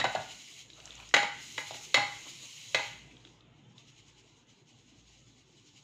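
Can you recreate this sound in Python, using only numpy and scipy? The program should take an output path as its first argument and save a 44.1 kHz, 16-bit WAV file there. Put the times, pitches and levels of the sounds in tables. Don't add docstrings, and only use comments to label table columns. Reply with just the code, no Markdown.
import sys
import numpy as np
from scipy import signal
from scipy.fft import rfft, irfft
from scipy.io import wavfile
from scipy.ndimage import uniform_filter1d

SR = 44100
rng = np.random.default_rng(int(sys.argv[2]) if len(sys.argv) > 2 else 0)


def generate_wav(sig):
    pcm = np.round(np.clip(np.atleast_2d(sig).T, -1, 1) * 32767).astype(np.int16)
    wavfile.write(sys.argv[1], SR, pcm)


def voltage_ratio(decibels):
    exponent = np.asarray(decibels, float) / 20
    return 10 ** exponent


N = 257103

# frequency_hz, relative_density_db
AIR_SPECTRUM = [(24, -44), (40, -15.5), (64, -16.5), (85, -26), (118, 11.5), (140, -4.5), (206, -6.5),
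                (304, -5.5), (596, -18.5), (897, -18), (1420, -24.5), (2200, -25.5), (3500, -20.5),
                (4700, -50), (15800, -73.5)]
# time_s, level_db
AIR_LEVEL = [(0, -50.5), (.45, -67.5), (.75, -65), (2.35, -61), (2.62, -67.5), (3.1, -61.5), (4.5, -67),
             (5.83, -67)]
# pitch_hz, level_against_noise_db, width_hz
DRONE_TONES = [(118.6, -10.5, 2.7), (145, -9.5, 11)]
# share_of_cycle, level_db
HUM_WAVER = [(0, -87.5), (0.102, -71.5), (0.221, -60.5), (.58, -79.5), (.78, -66.5), (1, -84)]
HUM_HZ, HUM_CYCLE_S, HUM_START_S, HUM_SAG_DB_PER_S = 57, 2.04, 0.53, 1.35
BOOM_DB, BOOM_RISE_S, BOOM_FALL_S = -28.5, 0.01, 0.02

# frequency_hz, t60_s
KITCHEN_DECAY = [(250, 0.23), (800, 0.43), (2000, 0.54), (4000, 0.46), (7000, 0.44), (12000, 0.42)]
# frequency_hz, gain_db
MIC_COLOUR = [(60, -42.5), (200, -10), (450, -1), (1000, -4.5), (7000, 0), (9000, -13), (12000, -23.5),
              (15400, -23)]

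# peak_s, peak_level_db, fall_db_per_s
GRIP_SHIFTS = [(0.794, -58.5, 504), (.862, -60, 103), (1.0, -54.5, 200), (2.274, -55, 500),
               (2.444, -63.5, 298), (2.68, -73, 200)]
# frequency_hz, relative_density_db
GRIP_SPECTRUM = [(250, -24), (550, -1), (1300, -2), (2200, -19.5), (5000, -36)]
GRIP_RISE_DB_PER_S = 403

# start_s, relative_peak_db, pitch_hz
LUMP_TICKS = [(0.5925, -47, 3100), (0.702, -34, 3800), (0.7332, -40.5, 3880), (0.8018, -35, 3226),
              (0.8562, -29.5, 6590), (0.8763, -38, 3050), (0.9065, -30.5, 3515), (0.9537, -37, 6750),
              (0.9787, -36, 3160), (1.0006, -33, 2490), (1.091, -35.5, 6300), (1.1124, -42, 2150),
              (3.113, -45.5, 2630), (3.168, -44.5, 3280), (3.2503, -37.5, 3380), (3.273, -42, 3110),
              (3.407, -49, 3524), (3.7811, -39.5, 3720)]

# first_stroke_s, last_stroke_s, stroke_interval_s, first_swell_db, last_swell_db
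SHAKING_BOUTS = [(0.131, .6, .094, 4, 3.5), (1.6, 1.85, 0.081, 4.5, 6.5), (2.144, 2.56, 0.15, 4, 3),
                 (3.79, 4.185, 0.1, 8, 9), (4.289, 4.393, 0.091, 3, 3.5), (4.698, 5.192, 0.098, 6, 6.5),
                 (5.29, 5.4, .105, 4.5, 5.5), (5.584, 5.78, 0.0985, 5, 8.5)]
# centre_s, swell_db
FLICKS = [(3.119, 4.5), (3.275, 2), (3.587, 4.5), (3.713, 5), (4.505, 5), (4.59, 1), (5.14, 5.5)]
# centre_s, swell_db
HISS_DIPS = [(4.455, -6.5), (4.645, -8), (5.45, -4.5)]
BACK_DB, UNEVEN_DB, SWELL_S = -0.5, 0.96, 0.023

# time_s, level_db, extra_body_below_4_khz_db
FLOUR_LEVEL = [(0, -56, 4), (0.6, -55.5, -3), (.68, -65.5, 0.5), (.85, -60, -2), (.92, -61, 5),
               (1.1, -59.5, 1), (1.15, -67, -5), (1.37, -57, 5), (1.43, -51, -2.5), (1.9, -54, -2.5),
               (2.7, -53, -2), (2.85, -52, 5.5), (3.1, -70, 4.5), (3.35, -73, -2.5), (3.45, -84, 10),
               (3.74, -80, 3), (3.799, -72.5, 2), (4.6, -74, 0.5), (5.83, -71.5, -0.5)]
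# frequency_hz, relative_density_db
MESH_SPECTRUM = [(530, -57), (900, -15.5), (1120, -15.5), (1680, -23.5), (2030, -4), (2620, -3.5),
                 (2950, 0.5), (4080, -9.5), (4540, -9.5), (6130, -8), (6740, -3.5), (7880, -15.5),
                 (9660, -25.5), (14000, -32), (15800, -30.5)]
# centre_hz, width_hz, boost_db
MESH_RINGS = [(2950, 170, 2), (4020, 300, 10.5), (6750, 840, 3)]
# from_s, centre_hz, width_hz, boost_db
LATER_COLOUR = (3.2, 5350, 1800, 3)
BRIGHTER, NEUTRAL_DB, BLOTCH_DB = 0.4, -59.5, 1.6

# start_s, below_1_khz_db, near_2_khz_db, near_4_khz_db, favoured_mode_hz
RIM_KNOCKS = [(0.0, -23.5, -27, -25, 3760), (0.01, -27.5, -21.5, -33, 1940), (.042, -17, -24, -27, 750),
              (0.051, -23, -22.5, -35.5, 1480), (0.057, -46, -48, -45, 932), (0.15, -23, -36, -31.5, 750),
              (.166, -44, -48, -56, 932), (0.159, -31, -28.5, -52, 1480), (1.14, -12.5, -9, -11.5, 1896),
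              (1.165, -16.5, -12, -21, 820), (1.229, -25, -32, -29.5, 920),
              (1.579, -26.5, -26, -29.5, 1980), (1.708, -34, -46.5, -39, 750),
              (1.743, -41.5, -37, -42, 830), (1.943, -17.5, -12.5, -12.5, 2150),
              (1.959, -24, -20.5, -30, 2050), (1.974, -13.5, -19, -31.5, 840),
              (2.746, -18, -14.5, -17, 2050), (2.794, -29, -36, -38, 867)]
# pitch_hz, relative_level_db, t60_s (before further damping)
STEEL_MODES = [(297, -17.5, 0.15), (552, -9.5, 0.042), (620, -9.5, 0.057), (750, -4.5, 0.015),
               (818, -12, .42), (932, -2, 0.02), (1144, -11, 0.0539), (1215, -11.5, 0.05),
               (1370, -14, 0.18), (1480, -9, 0.02), (1679, -11, 0.18), (1964, -6.5, 0.025),
               (1980, -13.5, 0.013), (2050, -11.5, 0.18), (2171, -13, 0.14), (2282, -9, 0.026),
               (2450, -9.5, 0.02), (2634, -10, 0.047), (2704, -13, 0.07), (2962, -7, 0.1),
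               (3273, -8.5, 0.082), (3650, -12, 0.034), (3880, -5, 0.05), (4266, -5.5, 0.015),
               (4250, -4.5, 0.043), (4770, -13, 0.067), (5523, -24, 0.031), (5450, -8.5, 0.024),
               (6350, -2.5, .04), (6936, 1.5, 0.034), (6960, -8.5, 0.024)]
TOP_DROP_DB = 14
OFF_SPOT_DB = -10
SPOT_LONGER = 0.92

EDGE_HZ = 15550


def evened(x):
    return x / np.sqrt(np.mean(x ** 2) + 1e-20)


def read(points, hz):
    f, value = np.transpose(points)
    return np.interp(np.log(hz + 1), np.log(f + 1), value)


def add(mix, s, sound):
    part = mix[max(round(s * SR), 0):][:len(sound)]
    part += sound[:len(part)]


def shaped(x, size, field_db):
    overlap = size * 3 // 4
    hz, t, z = signal.stft(x, SR, nperseg=size, noverlap=overlap)
    z = z * voltage_ratio(field_db(hz[:, None], t))
    return signal.istft(z, SR, nperseg=size, noverlap=overlap)[1][:len(x)]


def band_rms(x, lo_hz, hi_hz):
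    z, hz = rfft(x), np.fft.rfftfreq(len(x), 1 / SR)
    band = z[(hz > lo_hz) & (hz < hi_hz)]
    return np.sqrt(2 * np.sum(abs(band) ** 2)) / len(x)


def patches(bins, frames, tall, wide):
    noise = rng.standard_normal((frames, bins)).T
    return evened(uniform_filter1d(uniform_filter1d(noise, tall, 0), wide, 1))


def causal(points):
    cepstrum = irfft(np.log(voltage_ratio(read(points, np.fft.rfftfreq(2048, 1 / SR)))))
    cepstrum[1:1024] *= 2
    cepstrum[1025:] = 0
    return irfft(np.exp(rfft(cepstrum)))


def drones(t):
    out, f = np.zeros(N), np.fft.fftfreq(N, 1 / SR)
    for hz, db, width in DRONE_TONES:
        a, b = rng.standard_normal((2, N))
        wander = np.fft.ifft((a + 1j * b) * np.exp(-(2 * f / width) ** 2))
        tone = (wander * np.exp(2j * np.pi * hz * t)).real
        out += voltage_ratio(db) * evened(tone)
    return out


def booms():
    out, t = np.zeros(N), np.arange(SR // 2) / SR
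    for s, low_db, *_ in RIM_KNOCKS:
        rise = 1 - np.exp(-t / BOOM_RISE_S)
        add(out, s, voltage_ratio(low_db + BOOM_DB) * rise * np.exp(-t / BOOM_FALL_S))
    return out


def hum(t):
    cycle = (t - HUM_START_S) / HUM_CYCLE_S % 1
    level_db = np.interp(cycle, *np.transpose(HUM_WAVER)) - HUM_SAG_DB_PER_S * t
    return np.sqrt(2) * voltage_ratio(level_db) * np.sin(2 * np.pi * HUM_HZ * t)


def background():
    t = np.arange(N) / SR

    def field_db(hz, u):
        return read(AIR_SPECTRUM, hz) + 3.5 * patches(len(hz), len(u), tall=5, wide=6)
    noise = shaped(rng.standard_normal(N), size=2048, field_db=field_db)
    noise = noise / band_rms(noise, 64, 270) + drones(t)
    level = voltage_ratio(np.interp(t, *np.transpose(AIR_LEVEL))) + booms()
    return noise * level + hum(t)


def kitchen(x):
    taps = np.zeros(SR)
    at = np.arange(300, SR - 20, 20) + rng.integers(0, 20, (SR - 301) // 20)
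    taps[at] = rng.choice([-1., 1.], len(at))
    tail = shaped(taps, size=256, field_db=lambda hz, t: -60 * t / read(KITCHEN_DECAY, hz))
    return signal.fftconvolve(x, tail / np.linalg.norm(tail))[:N]


def clumpy(spread_db):
    return rng.standard_normal(N) * voltage_ratio(spread_db * np.minimum(rng.exponential(1, N), 5))


def grip():
    def field_db(hz, t):
        return read(GRIP_SPECTRUM, hz) + 3.2 * patches(len(hz), len(t), tall=3, wide=8)
    rub, t = evened(shaped(clumpy(2.6), size=512, field_db=field_db)), np.arange(N) / SR
    level = np.zeros(N)
    for s, db, fall in GRIP_SHIFTS:
        level += voltage_ratio(db - np.maximum(GRIP_RISE_DB_PER_S * (s - t), fall * (t - s)))
    return rub * level


def ticks():
    t, out = np.arange(500) / SR, np.zeros(N)
    for s, peak_db, hz in LUMP_TICKS:
        grit = rng.standard_normal(500) * np.exp(-t / 0.0022)
        ring = np.sin(2 * np.pi * hz * t) * np.exp(-t * hz / 3.0)
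        scrape = signal.fftconvolve(grit, ring)
        add(out, s - 0.0004, voltage_ratio(peak_db - 1.5) * scrape / abs(scrape).max())
    return out


def strokes():
    rows = []
    for first, last, step, first_db, last_db in SHAKING_BOUTS:
        at = np.arange(first, last + step / 2, step)
        db = np.interp(at, [first, last], [first_db, last_db])
        db += BACK_DB * (np.arange(len(at)) % 2)
        db += UNEVEN_DB * rng.standard_normal(len(at))
        rows += zip(at, db)
    return rows + list(FLICKS) + list(HISS_DIPS)


def sifting():
    s, level_db, body_db = np.transpose(FLOUR_LEVEL)

    def field_db(hz, t):
        rings = sum(db / (1 + ((hz - f) / w * 2) ** 2) for f, w, db in MESH_RINGS)
        treble = np.clip((hz - 7800) / 2000, 0, 1)
        air = BRIGHTER * (np.interp(t, s, level_db) - NEUTRAL_DB) * treble
        body = np.interp(t, s, body_db) * np.clip((4200 - hz) / 1500, 0, 1)
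        since, mid_hz, width, mid_db = LATER_COLOUR
        later = mid_db * (t > since) * np.exp(-((hz - mid_hz) / width) ** 2)
        blotches = BLOTCH_DB * patches(len(hz), len(t), tall=3, wide=24)
        return read(MESH_SPECTRUM, hz) + rings + air + body + later + blotches
    hiss, t = shaped(clumpy(2.2), size=256, field_db=field_db), np.arange(N) / SR
    swell_db = sum(db * np.exp(-((t - at) / SWELL_S) ** 2) for at, db in strokes())
    return hiss / band_rms(hiss, 4500, 8000) * voltage_ratio(np.interp(t, s, level_db) + swell_db)


def knocks():
    hz, db, t60 = np.transpose(STEEL_MODES)[:, :, None]
    t, out = np.arange(SR // 3) / SR, np.zeros(N)
    t60 = np.where(t60 > 0.2, t60, np.minimum(t60, 0.018 + 110 / (hz + 1000)))
    rough = 0.035 / t60 * np.minimum(t / 0.008, 1)
    for s, low_db, mid_db, upper_db, spot_hz in RIM_KNOCKS:
        odds = rng.standard_normal((len(STEEL_MODES), 70, 2))
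        high_db = upper_db - TOP_DROP_DB
        colour = [(900, low_db), (2000, mid_db), (3500, upper_db), (6500, high_db)]
        near = np.exp(-(np.log(hz / spot_hz) / 0.06) ** 2)
        favour_db = np.where(t60 < 0.2, 6 * near, OFF_SPOT_DB * (1 - near))
        spot_t60 = t60 * (1 + SPOT_LONGER * near * (t60 < 0.1))
        fade = voltage_ratio(-60 * t / spot_t60) * np.minimum(t / 0.0015, 1)
        buzz = 1 + rough * signal.resample(odds[..., 0] + 1j * odds[..., 1], len(t), axis=1)
        jitter_s = 0.0002 * odds[:, :1, 0]
        modes = fade * (buzz * np.exp(2j * np.pi * hz * (t + jitter_s))).imag
        sound = (voltage_ratio(db + read(colour, hz) + favour_db) * modes).sum(0)
        u = t[:800]
        crack = rng.standard_normal(800) * np.exp(-u / 0.009) * np.minimum(u / 0.00018, 1)
        tone = causal([(300, low_db - 10.5)] + colour + [(15000, high_db)])
        add(sound, 0, voltage_ratio(3.5) * signal.fftconvolve(crack, tone))
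        add(out, s - 0.0004, sound)
    return out


def scene():
    blows, lumps = knocks(), ticks()
    sharp = blows + lumps + kitchen(voltage_ratio(-4.5) * blows + voltage_ratio(-7) * lumps)
    sharp = signal.oaconvolve(sharp, causal(MIC_COLOUR))[:N]
    return (sharp + sifting() + background() + grip())[None]


def roll_off(x):
    return signal.sosfilt(signal.butter(12, 16450, fs=SR, output="sos"), x)


def record(dry):
    edge = signal.firwin(255, EDGE_HZ, window=("kaiser", 9), fs=SR)
    mix = signal.oaconvolve(dry, edge[None], "same")
    return roll_off(mix)


dry = scene()
out = record(dry)
generate_wav(out)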